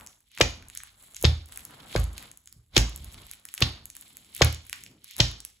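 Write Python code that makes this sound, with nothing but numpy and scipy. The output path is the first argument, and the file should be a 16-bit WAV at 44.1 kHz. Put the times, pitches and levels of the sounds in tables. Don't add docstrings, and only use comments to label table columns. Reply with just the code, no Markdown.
import sys
import numpy as np
from scipy import signal
from scipy.fft import rfft, irfft, next_fast_len
from scipy.io import wavfile

SR = 44100
rng = np.random.default_rng(int(sys.argv[2]) if len(sys.argv) > 2 else 0)


def volts_from_decibels(level):
    exponent = np.asarray(level, float) / 20
    return 10 ** exponent


def inscribe(sig):
    pcm = np.round(np.clip(np.atleast_2d(sig).T, -1, 1) * 32767)
    wavfile.write(sys.argv[1], SR, pcm.astype(np.int16))


N = 246959

# (time
# [s], level [dB], centre [Hz], spread [octaves], length [s])
DISC_CLACKS = [(0.4101, -12.5, 4000, 0.75, 0.0057), (0.4121, -16, 4530, 0.81, 0.0047),
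               (1.2443, -18.5, 3700, 0.56, 0.0038), (1.2502, -14.5, 3960, 0.17, 0.0045),
               (1.961, -22, 3000, 1.4, 0.0026), (2.758, -35, 3490, 0.46, 0.028),
               (2.7646, -11, 4270, 0.56, 0.0052), (2.777, -13, 7670, 1.05, 0.0034),
               (3.619, -14.5, 4450, 0.14, 0.00057), (3.622, -13, 3880, 0.45, 0.0045),
               (4.4174, -11.5, 3700, 0.83, 0.007), (5.2018, -10.5, 4060, 0.55, 0.0046)]
# (time [s], lowest mode [dB], second mode [dB], third mode [dB], board bedding into the carpet [dB])
LANDINGS = [
    (0.4169, -25.5, -27, -30.5, -16.5),
    (1.2483, -25, -12, -17.5, -12),
    (1.96, -18, -24, -21, -28),
    (1.998, -25.5, -27.5, -33, -28),
    (2.5620, -52.5, -57, -51.5, -54),
    (2.7753, -14, -28.5, -24, -12.5),
    (3.625, -31, -27.5, -29, -12.5),
    (4.4192, -27, -15, -16.5, -15.5),
    (5.2050, -23.5, -27.5, -23, -12),
]
# (pitch [Hz], width [Hz], level [dB])
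BRIGHT_TAPE = [(7570, 3270, 0.5), (10530, 5350, 5), (15200, 2200, -11)]
# (start [s], hold [s], level [dB], dull part above bright [dB])
SHOE_MOVES = [(0.0, 0.12, -60.5, -5.5), (0.4, .04, -54, 10.5), (0.729, 0.15, -60.5, 4),
              (1.01, 0.074, -55.5, -6.5), (1.164, .08, -55, 0), (1.53, 0.083, -53, -2.5),
              (1.71, 0.13, -59, 2), (1.926, 0.04, -46, 2.5), (2.179, 0.057, -52.5, 2.5),
              (2.47, .05, -67, -5.5), (3.006, 0.33, -58.5, 3), (3.515, 0.098, -55.5, -2.5),
              (3.962, .12, -56.5, -2), (4.12, 0.15, -62, 0.5), (4.369, 0.071, -49, 2),
              (4.672, .17, -58.5, 1), (5.088, .13, -57.5, 7.5), (5.421, 0.12, -68, 1)]
# (start [s], hold [s], creak [dB], rumble [dB], floor hum [dB])
WEIGHT_SHIFTS = [(0.0, 0.022, -54, -59.5, -59), (.8, 0.059, -76, -80.5, -59),
                 (.98, 0.17, -67.5, -73.5, -67), (1.533, 0.077, -61, -65, -59),
                 (1.712, 0.54, -56, -57.5, -66), (2.074, 0.056, -84, -70, -76),
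                 (2.548, 0.051, -81, -74.5, -62), (2.974, .1, -65, -59, -43.5),
                 (3.17, 0.048, -58.5, -59.5, -49), (3.323, 0.17, -72, -73.5, -70.5),
                 (4.019, 0.3, -70.5, -67.5, -72), (4.706, 0.11, -86, -71.5, -67.5),
                 (4.879, 0.077, -73.5, -60, -75), (0.598, 0.066, -62.5, -61.5, -53),
                 (3.796, 0.031, -64.5, -74.5, -53)]

RISE_DB_PER_S, FALL_DB_PER_S, SHIFT_RISE_DB_PER_S, SHIFT_FALL_DB_PER_S = 230.5, 150.5, 109.5, 140
# (below the clack [dB], fall [dB/s], rest [dB])
BRIGHT, DULL, CREAK, RUMBLE = (35.7, 140, -74.5), (24.6, 125, -82.5), (29.5, 126.5, -91), (31, 109, -84.5)
HUM_BELOW_DB, HUM_FALL_DB_PER_S, HUM_REST_DB = 25.5, 75, -75.5
FAINT_SNAPS_PER_S, FAINT_ABOVE_DB = 16, 22
FOOT_PAN_DB, FEET_CHANGE_S = (3.5, 2.2), 2.5
UPPER_MODE_DB = -6.5
SPLIT_HZ, LEFT_LATE_S, CUTOFF_HZ = 5500, .000222, 16050


def at(s):
    return int(round(s * SR))


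def rms_one(x):
    return x / np.sqrt(np.mean(x ** 2) + 1e-20)


def band(x, low_hz, high_hz):
    sos = signal.butter(2, [low_hz, min(high_hz, .45 * SR)], "band", fs=SR, output="sos")
    return signal.sosfilt(sos, x)


def ring(clicks, hz, t60):
    r, w = volts_from_decibels(-60 / (t60 * SR)), 2 * np.pi * hz / SR
    return signal.lfilter([0, np.sin(w)], [1, -2 * r * np.cos(w), r * r], clicks + 1e-18)


def body(clicks, peaks):
    out = 0
    for k, (hz, width, db) in enumerate(peaks):
        out = out + (-1) ** k * volts_from_decibels(db) * ring(clicks, hz, 6.6 / width)
    return out


def swell(start, hold, db, rise, fall, rest_db):
    t = np.arange(0, N, 64)[:, None] / SR
    lost = rise * np.clip(start - t, 0, None) + fall * np.clip(t - start - hold, 0, None)
    gain = np.sqrt(np.sum(volts_from_decibels(db - lost) ** 2, axis=1) + volts_from_decibels(rest_db) ** 2)
    return np.interp(np.arange(N) / SR, t[:, 0], gain)


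def layer(rows, db, rise, fall, after_clack):
    below_db, clack_fall, rest_db = after_clack
    hits = np.array(DISC_CLACKS)
    moving = swell(rows[:, 0], rows[:, 1], db, rise, fall, rest_db)
    clattering = swell(hits[:, 0], 0, hits[:, 1] - below_db, 750, clack_fall, -np.inf)
    return np.hypot(moving, clattering)


def grains(per_s, spread_db):
    clumps = volts_from_decibels(1.8 * rms_one(band(rng.standard_normal(N), 8.0, 35.0)))
    present = rng.random(N) < per_s / SR
    sizes = volts_from_decibels(spread_db * np.minimum(rng.exponential(1, N), 5)) * present
    both, own = rng.standard_normal(N), rng.standard_normal((2, N))
    return clumps * sizes * (both + 1.7 * own)


def knocks():
    # (time [s], peak [dB], first pitch [Hz], last pitch [Hz], length [s])
    sole_hits = [
        (0.4061, -3.5, 1300, 399, 0.0039),
        (1.24, -8.5, 956, 387, 0.0043),
        (1.9531, -8.5, 1400, 398, 0.0035),
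        (2.768, -7.5, 964, 306, 0.0049),
        (3.616, -14, 800, 300, 0.0027),
        (4.411, -3.5, 1620, 398, 0.0043),
        (5.199, -13, 1100, 400, 0.0023),
    ]
    out = np.zeros(N)
    t = np.arange(at(.03)) / SR
    for s, db, first_hz, last_hz, length in sole_hits:
        hz = last_hz + (first_hz - last_hz) * np.exp(-t / (0.2 * length))
        shape = (t / length) ** 0.69 * np.exp(-(t / length) ** 2 * 1.59) * 1.3
        out[at(s):at(s) + len(t)] -= volts_from_decibels(db) * shape * np.sin(2 * np.pi * np.cumsum(hz) / SR)
    return out


def clacks():
    out, size = np.zeros((3, N)), at(.05)
    t, pitches = np.arange(size) / SR, np.geomspace(1100, 11000, 18)
    for s, db, hz, spread, length in DISC_CLACKS:
        pan_db = FOOT_PAN_DB[int(s > FEET_CHANGE_S)]
        fading = 1 / (1 + (t / length) ** 6) + 0.24 * np.exp(-t / 0.02)
        pressing = np.clip(t / 0.00022, 0, 1) * fading
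        burst = np.zeros((3, size))
        for k, pitch in enumerate(pitches):
            contacts = rng.standard_normal((3, size))
            hits = contacts * (rng.random(size) < .1) * pressing
            hits = hits[0] + 1.1 * hits[1:]
            hits = np.vstack([hits, (-1) ** k * (t == 0)])
            weight = np.exp(-.5 * (np.log2(pitch / hz) / spread) ** 2)
            burst += weight * ring(hits, pitch, 13.0 / pitch)
        burst = band(burst, 400, hz * 2 ** (7.2 * spread))
        burst /= np.sqrt(np.sum(burst ** 2, axis=1, keepdims=True) / (length * SR))
        burst[0] = np.roll(burst[0], shift=2)
        level_db = db + 0.5 + pan_db * np.array([[.5], [-.5], [0]])
        out[:, at(s):at(s) + size] += volts_from_decibels(level_db) * burst
    return out[:2], out[2]


def thumps():
    # (pitch [Hz], time to fade by 60 dB [s])
    floor_modes = [
        (54.7, 0.35),
        (78.17, 0.33),
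        (113.7, 0.26),
        (140.3, 0.24),
        (107, .045),
    ]
    out, rows = np.zeros(N), np.array(LANDINGS)
    rows = np.insert(rows, 4, rows[:, 3] + UPPER_MODE_DB, axis=1)
    for k, (hz, t60) in enumerate(floor_modes):
        push = np.zeros(N)
        push[[at(s) for s in rows[:, 0]]] = -volts_from_decibels(rows[:, k + 1] + 3.0)
        out += ring(push, hz, t60) - ring(push, hz, t60 * 0.14)
    return band(band(out, 28, 410), 30, 2000)


def snaps():
    # (time [s], bright peak [dB], dull peak [dB])
    releases = [(0.3165, -36, -39.5), (0.3504, -36.5, -42), (0.3643, -39, -45), (0.376, -29.5, -24),
                (0.3856, -26, -22.5), (0.4015, -26.5, -28), (1.1218, -40.5, -56), (1.1463, -29, -46),
                (1.1613, -27.5, -56), (1.1659, -20.5, -27), (1.213, -21, -41), (1.2259, -13.5, -30),
                (1.2373, -20, -34), (1.9277, -28, -25), (2.749, -38.5, -39), (3.4531, -23, -45),
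                (3.4879, -24.5, -32.5), (3.5403, -21, -47), (3.549, -23.5, -60), (3.5786, -16.5, -15.5),
                (3.6057, -18, -21), (4.3492, -17, -31.5), (4.3648, -15, -28.5), (4.3785, -19.5, -32),
                (4.394, -53.5, -22.5), (5.0437, -31.5, -53), (5.1101, -29, -25), (5.1661, -22.5, -43.5),
                (5.1816, -20, -33), (5.1882, -19.5, -44),
                (0.685, -31, -58), (0.7, -25, -31.5), (0.7353, -34, -51), (0.7508, -27, -53),
               (0.7594, -37, -33), (0.7739, -13, -38), (0.803, -39, -33), (0.835, -29, -29),
               (0.8734, -41, -43), (1.4587, -37, -53), (1.496, -35.5, -58), (1.523, -23, -32),
               (1.5597, -19.5, -49), (1.5743, -21.5, -29), (1.6518, -23.5, -57), (1.7086, -36, -35.5),
               (3.8558, -23.5, -63), (3.9015, -26.5, -41), (3.9523, -28, -32), (3.9666, -20.5, -31),
               (4.011, -27.5, -53), (4.1697, -32, -54), (4.6669, -32.5, -44), (4.6967, -25.5, -27),
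               (4.7294, -19, -16), (4.76, -30.5, -50), (4.791, -52.5, -36), (4.8083, -34, -54.5),
               (4.8374, -29.5, -29.5), (4.8635, -45, -29.5),
                (0.01, -31, -31), (0.0641, -25.5, -53.5), (0.0723, -27.5, -43), (0.625, -34.5, -30.5),
               (1.978, -26, -39), (1.995, -31, -29), (2.0003, -21.5, -42), (2.041, -26.5, -72.5),
               (2.1313, -34, -54), (2.1799, -15.5, -23), (2.226, -28, -28.5), (2.315, -25.5, -36),
               (2.3737, -31, -57.5), (2.4583, -36, -55), (2.4743, -28, -32.5), (2.5265, -35, -49),
               (2.895, -29, -33), (2.961, -17, -39), (2.9763, -30, -35.5), (3.045, -28.5, -46.5),
               (3.144, -26, -37), (3.2676, -33, -51), (3.3136, -22, -43), (3.3354, -29, -29.5),
               (4.447, -13, -33), (4.5267, -32, -22.5), (4.5463, -26, -33), (5.3148, -28, -33.5),
               (5.4036, -23, -62), (5.45, -28, -51.5)]
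    # (pitch [Hz], width [Hz], level [dB])
    dull_tape = [
        (2200, 1400, -1.5),
        (3700, 2200, -1.5),
    ]
    rows, out = np.vstack([releases, faint_snaps()]), 0
    luck = rng.random((240, 4))[:len(rows)]
    colour_db = 3.5 * rng.standard_normal((240, 5))[:len(rows)]
    contacts = (   # (delay [s], share of the first contact)
        (0 * luck[:, 1], 1), (0.00063 * luck[:, 1], .6),
        (0.003 * luck[:, 2], -.4), (0.00069 * luck[:, 3], .25))
    for k, (hz, width, peak_db) in enumerate(BRIGHT_TAPE + dull_tape):
        level_db = rows[:, 1] - 1.5 if k < len(BRIGHT_TAPE) else rows[:, 2] + 0.28
        sign = np.sign(luck[:, 0] - .5) * (-1) ** k
        first = volts_from_decibels(level_db + peak_db + colour_db[:, k]) * sign
        clicks = np.zeros(N)
        for late_s, share in contacts:
            np.add.at(clicks, np.round((rows[:, 0] + late_s) * SR).astype(int), share * first)
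        out = out + ring(clicks, hz, 1.88 / width)
    return band(band(out, 1100, 18000), 900, 19000)


def faint_snaps():
    moves, luck = np.array(SHOE_MOVES), rng.random((120, 4))
    s = np.cumsum(-np.log(1 - luck[:, 0]) / FAINT_SNAPS_PER_S)
    rustle = swell(moves[:, 0], moves[:, 1], moves[:, 2], RISE_DB_PER_S, FALL_DB_PER_S, BRIGHT[2])
    rustle_db = 20 * np.log10(np.interp(s * SR, np.arange(N), rustle))
    db = rustle_db + FAINT_ABOVE_DB - 8 * luck[:, 1]
    return np.transpose([s, db, db - 18 * luck[:, 2]])[s < N / SR - .01]


def motion():
    moves, shifts = np.array(SHOE_MOVES), np.array(WEIGHT_SHIFTS)
    bright = layer(moves, moves[:, 2], RISE_DB_PER_S, FALL_DB_PER_S, BRIGHT)
    dull = layer(moves, moves[:, 2] + moves[:, 3], RISE_DB_PER_S, FALL_DB_PER_S, DULL)
    creak = layer(shifts, shifts[:, 2], SHIFT_RISE_DB_PER_S, SHIFT_FALL_DB_PER_S, CREAK)
    rumble = layer(shifts, shifts[:, 3], SHIFT_RISE_DB_PER_S, SHIFT_FALL_DB_PER_S, RUMBLE)
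    out = volts_from_decibels(-2.5) * bright * rms_one(body(grains(per_s=2000, spread_db=-1.0), BRIGHT_TAPE))
    scuff = grains(per_s=3400, spread_db=2.0)
    out += volts_from_decibels(-1.7) * dull * rms_one(band(scuff, 2500, 4300) + 0.49 * band(scuff, 2100, 2700))
    out += creak * rms_one(band(grains(per_s=5100, spread_db=0.0), 510, 1600))
    return out + rumble * rms_one(band(rng.standard_normal(N), 94, 300))


def sway():
    shifts, lands = np.array(WEIGHT_SHIFTS), np.array(LANDINGS)
    slow = swell(shifts[:, 0], shifts[:, 1], shifts[:, 4],
                 SHIFT_RISE_DB_PER_S, SHIFT_FALL_DB_PER_S, HUM_REST_DB)
    landed_db = lands[:, 1:3].max(axis=1) - HUM_BELOW_DB
    landed = swell(lands[:, 0], 0, landed_db, 370, HUM_FALL_DB_PER_S, -np.inf)
    hum = rms_one(band(band(rng.standard_normal(N), 17, 85), 23, 160))
    return np.hypot(slow, landed) * hum


def room(x):
    # (centre [Hz], time to fade by 60 dB [s], level [dB], left-right likeness [0 to 1])
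    echo_bands = [(180, 0.26, -28.5, 0.68), (315, 0.13, -43.5, 0.39), (700, 0.27, -36.5, .2),
                  (1400, 0.28, -36.5, .1), (2950, 0.36, -43.5, 0.068), (5640, 0.37, -42, 0.15),
                  (7960, 0.16, -47.5, .05), (12000, 0.2, -45, .05)]
    t, tail = np.arange(at(.6)) / SR, 0
    for hz, t60, db, alike in echo_bands:
        mid, side = band(rng.standard_normal((2, len(t))), hz / np.sqrt(2), hz * np.sqrt(2))
        alike = np.clip(alike, 0, 1)
        pair = np.sqrt(1 + alike) * mid + np.sqrt(1 - alike) * side * [[1], [-1]]
        tail = tail + volts_from_decibels(db - 60 * t / t60) * pair
    tail = tail * np.clip((t - .004) / 0.002, 0, 1)
    return signal.fftconvolve(x[None], tail, axes=1)[:, :N]


def scene():
    (metal, blows), board, tape = clacks(), knocks(), snaps()
    low = (thumps() + sway()) * volts_from_decibels([[-.6], [.6]])
    echo = room(0.43 * blows + 0.91 * metal[1] + board + 1.5 * tape)
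    return metal + board + tape + low + motion() + echo


def roll_off(x):
    return signal.sosfilt(signal.butter(12, 17140, fs=SR, output="sos"), x)


def record(dry):
    size = next_fast_len(N + 64)
    hz, spectrum = np.arange(size // 2 + 1) * SR / size, rfft(dry, size)
    treble = 1 / (1 + (SPLIT_HZ / (hz + 1)) ** 12)
    late = -np.exp(-2j * np.pi * hz * LEFT_LATE_S)
    shared = np.sqrt(2) * spectrum.mean(axis=0) * np.array([late, np.ones(len(hz))])
    shared = shared + .1 * (spectrum - spectrum[::-1])
    mixed = np.sqrt(1 - treble) * spectrum + np.sqrt(treble) * shared
    mixed = mixed / (1 + (hz / CUTOFF_HZ) ** 60)
    mixed = mixed / (1 + (34 / (hz + 1)) ** 4)
    return roll_off(np.clip(irfft(mixed, size)[:, :N], -.97, .97))


dry = scene()
out = record(dry)
inscribe(out)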